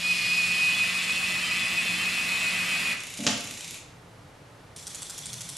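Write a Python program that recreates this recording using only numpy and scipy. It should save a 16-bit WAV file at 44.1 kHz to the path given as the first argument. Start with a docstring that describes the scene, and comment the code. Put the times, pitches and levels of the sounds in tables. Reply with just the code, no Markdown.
"""A hard-walled room, a tabletop model factory in front of a stereo pair of microphones.
A small geared motor swings the robot arm with a wavering whine. The gripper's drive rattles
briefly while the plastic arm thumps and snaps against its stop. After a pause the feed drive
starts buzzing, clicking once for each lobe of its cam. Ventilation hums underneath."""
import sys
import numpy as np
from scipy import signal
from scipy.fft import rfft, irfft, next_fast_len
from scipy.io import wavfile
from scipy.ndimage import map_coordinates

SR = 44100
rng = np.random.default_rng(int(sys.argv[2]) if len(sys.argv) > 2 else 0)


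def generate_wav(sig):
    """Save sig (samples, or channels by samples) to the path in sys.argv[1] as 16-bit PCM at SR."""
    pcm = np.round(np.clip(np.atleast_2d(sig).T, -1, 1) * 32767).astype(np.int16)
    wavfile.write(sys.argv[1], SR, pcm)


N = 245637

# the swing motor's mean tooth-mesh pitch: time_s, pitch_hz
MESH_PITCH = [(0, 2440), (.1, 2510), (.21, 2448), (0.361, 2515), (.43, 2480), (.51, 2500), (1.15, 2534),
              (2.4, 2529), (2.81, 2529), (2.89, 2477)]
# the arm's blows on its stop: start_s, snap_db, thump_db, contact_cutoff_hz
STOP_BLOWS = [(3.189, -33.5, -24, 265), (3.239, -33, -33, 696), (3.2664, -14.5, -29.5, 1500),
              (3.271, -18.5, -36, 1500), (3.2756, -16, -32, 1500)]
CAM_FIRST_S, CAM_STEP_S = 4.8667, .0777  # the feed cam's first click; time from lobe to lobe


def swing_motor(tooth_count=14, flutter_rad=.45, stop_s=2.931, coast_t60=.065):
    """Hum, whine and gear noise follow one speed; each bind of the gear slows it and lifts the whine."""
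    # mean whine: time_s, level_db
    whine_levels = [(0, -45), (.06, -26), (.13, -24), (.17, -35.5), (.25, -27.5), (.68, -27), (.95, -31),
                    (2.3, -32), (2.93, -32.8)]
    # gear train: time_s, shaft_tones_db, rattle_db, chatter_db
    train_levels = [(0, -41, -36.7, -39.5), (.8, -34, -35.5, -38), (1.6, -35, -37, -36.5),
                    (2.93, -37, -36.5, -34.5)]
    # shaft tones around the whine: harmonic, level_db
    shaft_tones = [(6, -14.5), (7, -18), (10, -11.5), (11, -4), (12, -11), (13, -3.5), (15, 3), (16, -6),
                   (17, -3), (19, -5), (20, -12.5), (21, -22), (22, -10.5), (24, -12), (27, -11)]
    # bright tooth rattle: frequency_hz, level_db
    rattle_spectrum = [(1650, -25.5), (2800, -5.5), (3250, -11), (3770, -8), (4300, -9.5), (5000, -12),
                       (5600, -11), (6250, -16), (7000, -11.5), (9200, -13), (10500, -17.5), (11400, -19.5),
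                       (12100, -18)]
    # lower tooth chatter: frequency_hz, level_db
    chatter_spectrum = [(100, -20.5), (220, -4.5), (310, -9), (400, -17.5), (580, -10.5), (730, -8),
                        (880, -11.5), (1200, -4), (1500, -6), (2000, 1), (2500, 2.5), (3100, -11.5),
                        (4000, -16)]
    sag_hz, bind_db, dip_db = 13.7, 3.5, 6
    load, dips = gear_binding()
    mesh_hz = curves(MESH_PITCH)[0] - sag_hz * load
    whine_db = curves(whine_levels)[0] + bind_db * load - dip_db * dips
    tones_db, rattle_db, chatter_db = curves(train_levels)
    turns = np.cumsum(mesh_hz * (1 + .0013 * wobble(70))) / SR / tooth_count
    angle = 2 * np.pi * turns
    whine = np.sqrt(2) * amp(whine_db + 1.73 * wobble(45.2)) * np.sin(tooth_count * angle)
    # the rotor's unbalance shakes the table once a turn
    hum = np.sqrt(2) * amp(-48 + 1.86 * wobble(16)) * np.sin(angle + flutter_rad * wobble(25.26))
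    # play between the teeth makes every shaft tone flutter
    tones = sum(amp(db + 3.1 * wobble(18)) * np.sin(harmonic * angle + flutter_rad * wobble(30.02))
                for harmonic, db in shaft_tones)
    rattle = teeth(turns, rattle_spectrum, beat_db=1.5, spiky_db=3.5)
    chatter = amp(chatter_db) * teeth(turns, chatter_spectrum, beat_db=-1.5, spiky_db=2.5)
    rasp = swing_rasp()
    gears = amp(tones_db) * unit(tones) + amp(rattle_db) * frame(rattle) + chatter + rasp
    coast = amp(-60 * np.maximum(np.arange(N) / SR - stop_s, 0) / coast_t60)
    return coast * hum, coast * whine, coast * gears


def gear_binding(turn_hz=7.27, tightest_s=.824):
    """An off-centre gear binds once a turn, so the whine swells in short peaks with broad lulls between."""
    # binding sets in as the arm swings out: time_s, depth
    onset = [(.62, 0.01), (.78, 1.0)]
    depth = curves(onset)[0]
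    angle = 2 * np.pi * turn_hz * (np.arange(N) / SR - tightest_s)
    load = depth * (np.cos(angle) + .29 * np.cos(2 * angle))
    dips = depth * np.maximum(wobble(45) - .5, 0)  # the whine drops out briefly at random
    return load, dips


def swing_rasp():
    """Noise in a few bright resonances, strongest as the swing gets going."""
    # course of the rasp: time_s, level_db
    levels = [(0, -38.5), (.15, -35.5), (.7, -39.5), (1.1, -44)]
    # its resonances: pitch_hz, width_hz, level_db
    resonances = [(2960, 160, 2.5), (3376, 170, -0.5), (4198, 124, 3), (4355, 76, 6), (4860, 150, 4)]

    def ringing(hz):
        return sum(amp(db) * 1j * hz * width / (pitch ** 2 - hz ** 2 + 1j * hz * width)
                   for pitch, width, db in resonances)
    return amp(curves(levels)[0]) * unit(filtered(rng.standard_normal(N), ringing))


def arm_stop(attack_s=.008):
    """Soft bumps ring the low modes of arm and baseboard; then the plastic snaps home in a quick cluster of
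    cracks."""
    # arm and baseboard: pitch_hz, level_db, t60_s
    board_modes = [(159, -14, 0.23), (209.3, -6.5, 0.264), (235.4, -2, 0.22), (287, -4, 0.32),
                   (487, -10.5, 0.37), (583, -2, 0.31), (698.4, -7, 0.3), (857, -4.5, .15)]
    # plastic snap: frequency_hz, level_db
    snap_spectrum = [(59, -34), (100, -3.5), (274, 2.5), (444, -9.5), (613, 1), (995, -11), (1170, -3),
                     (2460, -6.5), (2730, 0), (4160, -5.5), (5630, -1.5), (6230, -5), (7170, -5),
                     (12400, -34), (16100, -73), (22000, -120)]
    thumps, t = np.zeros(N + SR), np.arange(SR // 2) / SR
    for start_s, _, thump_db, cutoff_hz in STOP_BLOWS:
        ring = sum(amp(db - 60 * t / t60) / np.hypot(1, (hz / cutoff_hz) ** 2)
                   * np.sin(2 * np.pi * hz * t) for hz, db, t60 in board_modes)
        thumps[round(start_s * SR):][:len(t)] += amp(thump_db) * ring * (1 - np.exp(-t / attack_s))
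    snaps = cracks([(s, db) for s, db, _, _ in STOP_BLOWS], snap_spectrum, t60=.025)
    return room(snaps, wet_db=-3.5) + room(thumps[:N], wet_db=-6)


def gripper_drive(on_s=2.96, off_s=3.765, turn_hz=29.7, catch_s=3.0705, strain_db=5.5):
    """A gearbox rattles, a loose tooth catching once a turn, and strains as the arm meets its stop."""
    # gearbox rattle: frequency_hz, level_db
    rattle_spectrum = [(820, -51), (1400, -16), (1760, -15.5), (2190, -3), (2600, -2.5), (3270, -11),
                       (3510, -3.5), (4970, -9.5), (6840, -3.5), (9320, -12), (11100, -11), (11700, -17),
                       (12400, -23), (16100, -53), (22000, -120)]
    # the loose tooth's tick: frequency_hz, level_db
    tick_spectrum = [(500, -20), (1700, -8.5), (2500, 2), (4500, -5.5), (6800, -1.5), (9000, -5.5),
                     (11000, -4.5), (12400, -10)]
    # the rattle grows as the gripper closes: time_s, gain_db
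    closing = [(3.0, -1.5), (3.45, 1)]
    turns = turn_hz * (np.arange(N) / SR - catch_s) - .2
    level_db = -44 + curves(closing)[0] + strain_db * bump(STOP_BLOWS[-1][0], width_s=.074)
    rattle = amp(level_db) * teeth(turns, rattle_spectrum, beat_db=1.5, spiky_db=1)
    times = np.arange(catch_s % (1 / turn_hz), off_s, 1 / turn_hz)
    scatter = rng.standard_normal((len(times), 2))
    catches = [(s + .0015 * late, -34 + 1.5 * loud)
               for s, (late, loud) in zip(times, scatter) if s > on_s]
    ticking = cracks(catches, tick_spectrum, t60=.021)
    return running(on_s, off_s, attack_s=.023, release_t60=.25) * (rattle + ticking)


def feed_drive(on_s=4.76, loaded_s=4.865, scrape_hz=3450, scrape_db=-8):
    """The drive jolts into motion, throbs twice for each cam lobe and, under load, scrapes in fits."""
    # buzzing gears: frequency_hz, level_db
    rattle_spectrum = [(290, -35), (600, -20), (1100, -12), (1700, -12), (2300, -7), (2750, -9.5),
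                       (3450, -1.5), (3950, -6.5), (4350, -2), (4850, -8), (5850, 0), (6600, -6),
                       (7250, -3), (10200, -6), (12100, -13.5)]
    t, end_s = np.arange(N) / SR, N / SR
    throbs = 2 * (t - CAM_FIRST_S) / CAM_STEP_S - .12
    rattle = teeth(throbs, rattle_spectrum, beat_db=2.5, spiky_db=1.5)
    squeak = filtered(rng.standard_normal(N), lambda hz: np.exp(-((hz - scrape_hz) / 230) ** 2))
    fits = amp(10 * np.tanh(wobble(80) - .3))
    scrape = amp(scrape_db) * unit(squeak * fits)
    jolt = amp(-44) * running(on_s, on_s, attack_s=.0026, release_t60=.4)
    free = amp(-52) * running(on_s, end_s, attack_s=.003, release_t60=1)
    loaded = amp(-47) * running(loaded_s, end_s, attack_s=.02, release_t60=1)
    return np.sqrt(jolt ** 2 + free ** 2 + loaded ** 2) * rattle + loaded * scrape


def tooth_and_cam_clicks(lobes=4, sway_s=.0032, cam_db=-31):
    """Loose teeth and the feed cam click sharply; hard surfaces close by reflect each click."""
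    # loose teeth catching: start_s, level_db
    catches = [(3.175, -35), (4.7628, -40.5), (4.8264, -44)]
    # one click: frequency_hz, level_db
    click_spectrum = [(300, -26), (1200, -12), (2500, -12), (3500, -6.5), (5000, -5), (7200, 0),
                      (10500, -3.5), (12400, -14.5)]
    # near reflections: delay_s, gain_db
    echoes = [(.0021, -5), (.0048, -2.5), (.0068, -9.5), (0.0099, 0)]
    lobe = np.arange(10)
    # the off-centre cam runs a little late, then early, in every turn
    cam_times = CAM_FIRST_S + CAM_STEP_S * lobe + sway_s * np.cos(2 * np.pi * (lobe - .5) / lobes)
    cam_clicks = [(s, cam_db) for s in cam_times]
    clicks = cracks([*catches, *cam_clicks], click_spectrum, t60=.012)
    return filtered(clicks, lambda hz: 1 + sum(amp(db) * np.exp(-2j * np.pi * hz * delay_s)
                                               for delay_s, db in echoes))


def teeth(turns, spectrum, beat_db, spiky_db):
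    """Tiny tooth impacts of uneven size, bunched once a turn, ringing in the plastic."""
    size_db = spiky_db * np.minimum(wobble(1500), 2) + beat_db * np.cos(2 * np.pi * turns)
    return unit(coloured(rng.standard_normal(N) * amp(size_db), spectrum))


def cracks(events, spectrum, t60):
    """Short plastic cracks: one dying noise burst for each (start_s, level_db)."""
    track, t = np.zeros(N + SR), np.arange(SR // 20) / SR
    for start_s, db in events:
        burst = rng.standard_normal(len(t)) * amp(-60 * t / t60)
        burst /= np.sqrt(np.sum(burst ** 2) / (t60 * SR / 10))
        track[round(start_s * SR):][:len(t)] += amp(db) * burst
    return coloured(track[:N], spectrum)


def frame(x, uneven_db=3.5, spacing_hz=70):
    """The frame's many small modes lift some narrow bands and swallow others."""
    ripple = uneven_db * rng.standard_normal(2000)
    return unit(filtered(x, lambda hz: amp(map_coordinates(ripple, [hz / spacing_hz], mode="mirror"))))


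def ventilation():
    """Steady air, a low wavering drone a little stronger while the arm swings, and the feed drive's hum
    swelling once."""
    # moving air: frequency_hz, level_db
    air_spectrum = [(13, -42.5), (22, -16), (69, -11), (120, -5.5), (174, -6), (204, -14), (287, -11),
                    (385, -16), (428, -12.5), (746, -16), (851, -15.5), (946, -18), (1170, -18),
                    (1650, -21), (12400, -38.5), (16100, -86), (22000, -120)]
    # low drone: frequency_hz, level_db
    drone_spectrum = [(60, -38), (95, -8.5), (119, -5.5), (140, -13), (200, -26.5), (400, -65)]
    # the feed drive's swelling hum: frequency_hz, level_db
    boom_spectrum = [(70, -31), (120, 0), (165, -5), (200, -7), (320, -35)]
    air = amp(-51) * np.array([noise(air_spectrum), noise(air_spectrum)])
    swinging = running(0, MESH_PITCH[-1][0], attack_s=.01, release_t60=.3)
    drone = amp(-58.5 + 3.5 * swinging + 2 * wobble(5.09)) * noise(drone_spectrum)
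    boom = amp(-47) * bump(centre_s=5.39, width_s=.16) * noise(boom_spectrum)
    return air + drone + boom


def room(x, wet_db):
    """Mid and side: the direct sound in the centre, the walls' diffuse tail 10 ms behind it."""
    # reverberation: frequency_hz, t60_s
    decay_times = [(100, 0.6), (500, 0.77), (3000, 0.63), (7000, 0.52), (12000, 0.28)]
    hz, t, bands = signal.stft(rng.standard_normal((2, SR)), SR, nperseg=256)
    tail = signal.istft(bands * amp(-60 * t / along(decay_times, hz)[:, None]), SR, nperseg=256)[1]
    tail = np.pad(tail / np.linalg.norm(tail[0]), ((0, 0), (SR // 100, 0)))
    mid, side = amp(wet_db) * signal.fftconvolve(x[None], tail, axes=1)[:, :N]
    return np.array([x + mid, side])


def amp(db):
    """Decibels to gain."""
    return 10 ** (np.asarray(db) / 20)


def unit(x):
    """Scale to rms 1."""
    return x / np.sqrt(np.mean(x ** 2) + 1e-20)


def along(points, hz):
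    """Interpolate (frequency_hz, value) points on a log axis."""
    knots_hz, values = np.transpose(points)
    return np.interp(np.log(hz + 1), np.log(knots_hz + 1), values)


def curves(rows):
    """One value per sample for each column after the time."""
    times, *columns = np.transpose(rows)
    return [np.interp(np.arange(N) / SR, times, column) for column in columns]


def wobble(rate):
    """A smooth random curve, rate knots a second."""
    return map_coordinates(rng.standard_normal(int(N * rate / SR) + 4), [np.arange(N) * rate / SR])


def running(on_s, off_s, attack_s, release_t60):
    """Gain of a drive that runs up, holds and coasts down."""
    t = np.arange(N) / SR
    return np.clip((t - on_s) / attack_s, 0, 1) * amp(-60 * np.maximum(t - off_s, 0) / release_t60)


def bump(centre_s, width_s):
    """A bell-shaped rise and fall of height 1."""
    return np.exp(-((np.arange(N) / SR - centre_s) / width_s) ** 2)


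def filtered(x, response):
    """Filter x by a gain given as a function of frequency."""
    size = next_fast_len(N + SR // 2)
    return irfft(rfft(x, size) * response(np.fft.rfftfreq(size, 1 / SR)), size)[..., :N]


def coloured(x, spectrum, size=4096):
    """Pass x through a causal filter of energy 1 with the given spectrum."""
    cepstrum = irfft(np.log(amp(along(spectrum, np.fft.rfftfreq(size, 1 / SR))) + 1e-6))
    cepstrum[1:size // 2] *= 2  # fold to minimum phase
    cepstrum[size // 2 + 1:] = 0
    kernel = irfft(np.exp(rfft(cepstrum)))
    return signal.fftconvolve(x, kernel / np.linalg.norm(kernel))[:N]


def noise(spectrum):
    """Noise of rms 1 with the given spectrum."""
    return unit(coloured(rng.standard_normal(N), spectrum))


def scene():
    """All drives stand on one table in front of the microphones; the rotor's hum arrives dry."""
    # stereo width: frequency_hz, side_gain_db
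    width = [(60, -28), (160, -23.5), (350, -9), (700, -5.5), (1200, -6), (2500, -5.5), (5000, -9.5),
             (9000, -5), (10800, -3), (11600, -10)]
    hum, whine, gears = swing_motor()
    swing = room(whine, wet_db=-11) + room(gears, wet_db=-4.5)
    drives = room(gripper_drive(), wet_db=-5.5) + room(feed_drive(), wet_db=-3.5)
    clicks = room(tooth_and_cam_clicks(), wet_db=-5.5)
    mid, side = swing + drives + clicks + arm_stop() + ventilation()
    side = filtered(side, lambda hz: amp(along(width, hz)))
    balance = amp([[-.25], [.25]])
    return np.array([mid + side, mid - side]) * balance + hum


def record(dry):
    """The recorder squashes the highest peaks and keeps nothing above its band limit."""
    ceiling, top_hz = .35, 12170
    squashed = dry / (1 + (dry / ceiling) ** 4) ** (1 / 4)
    return filtered(squashed, lambda hz: hz < top_hz)


dry = scene()
out = record(dry)
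generate_wav(out)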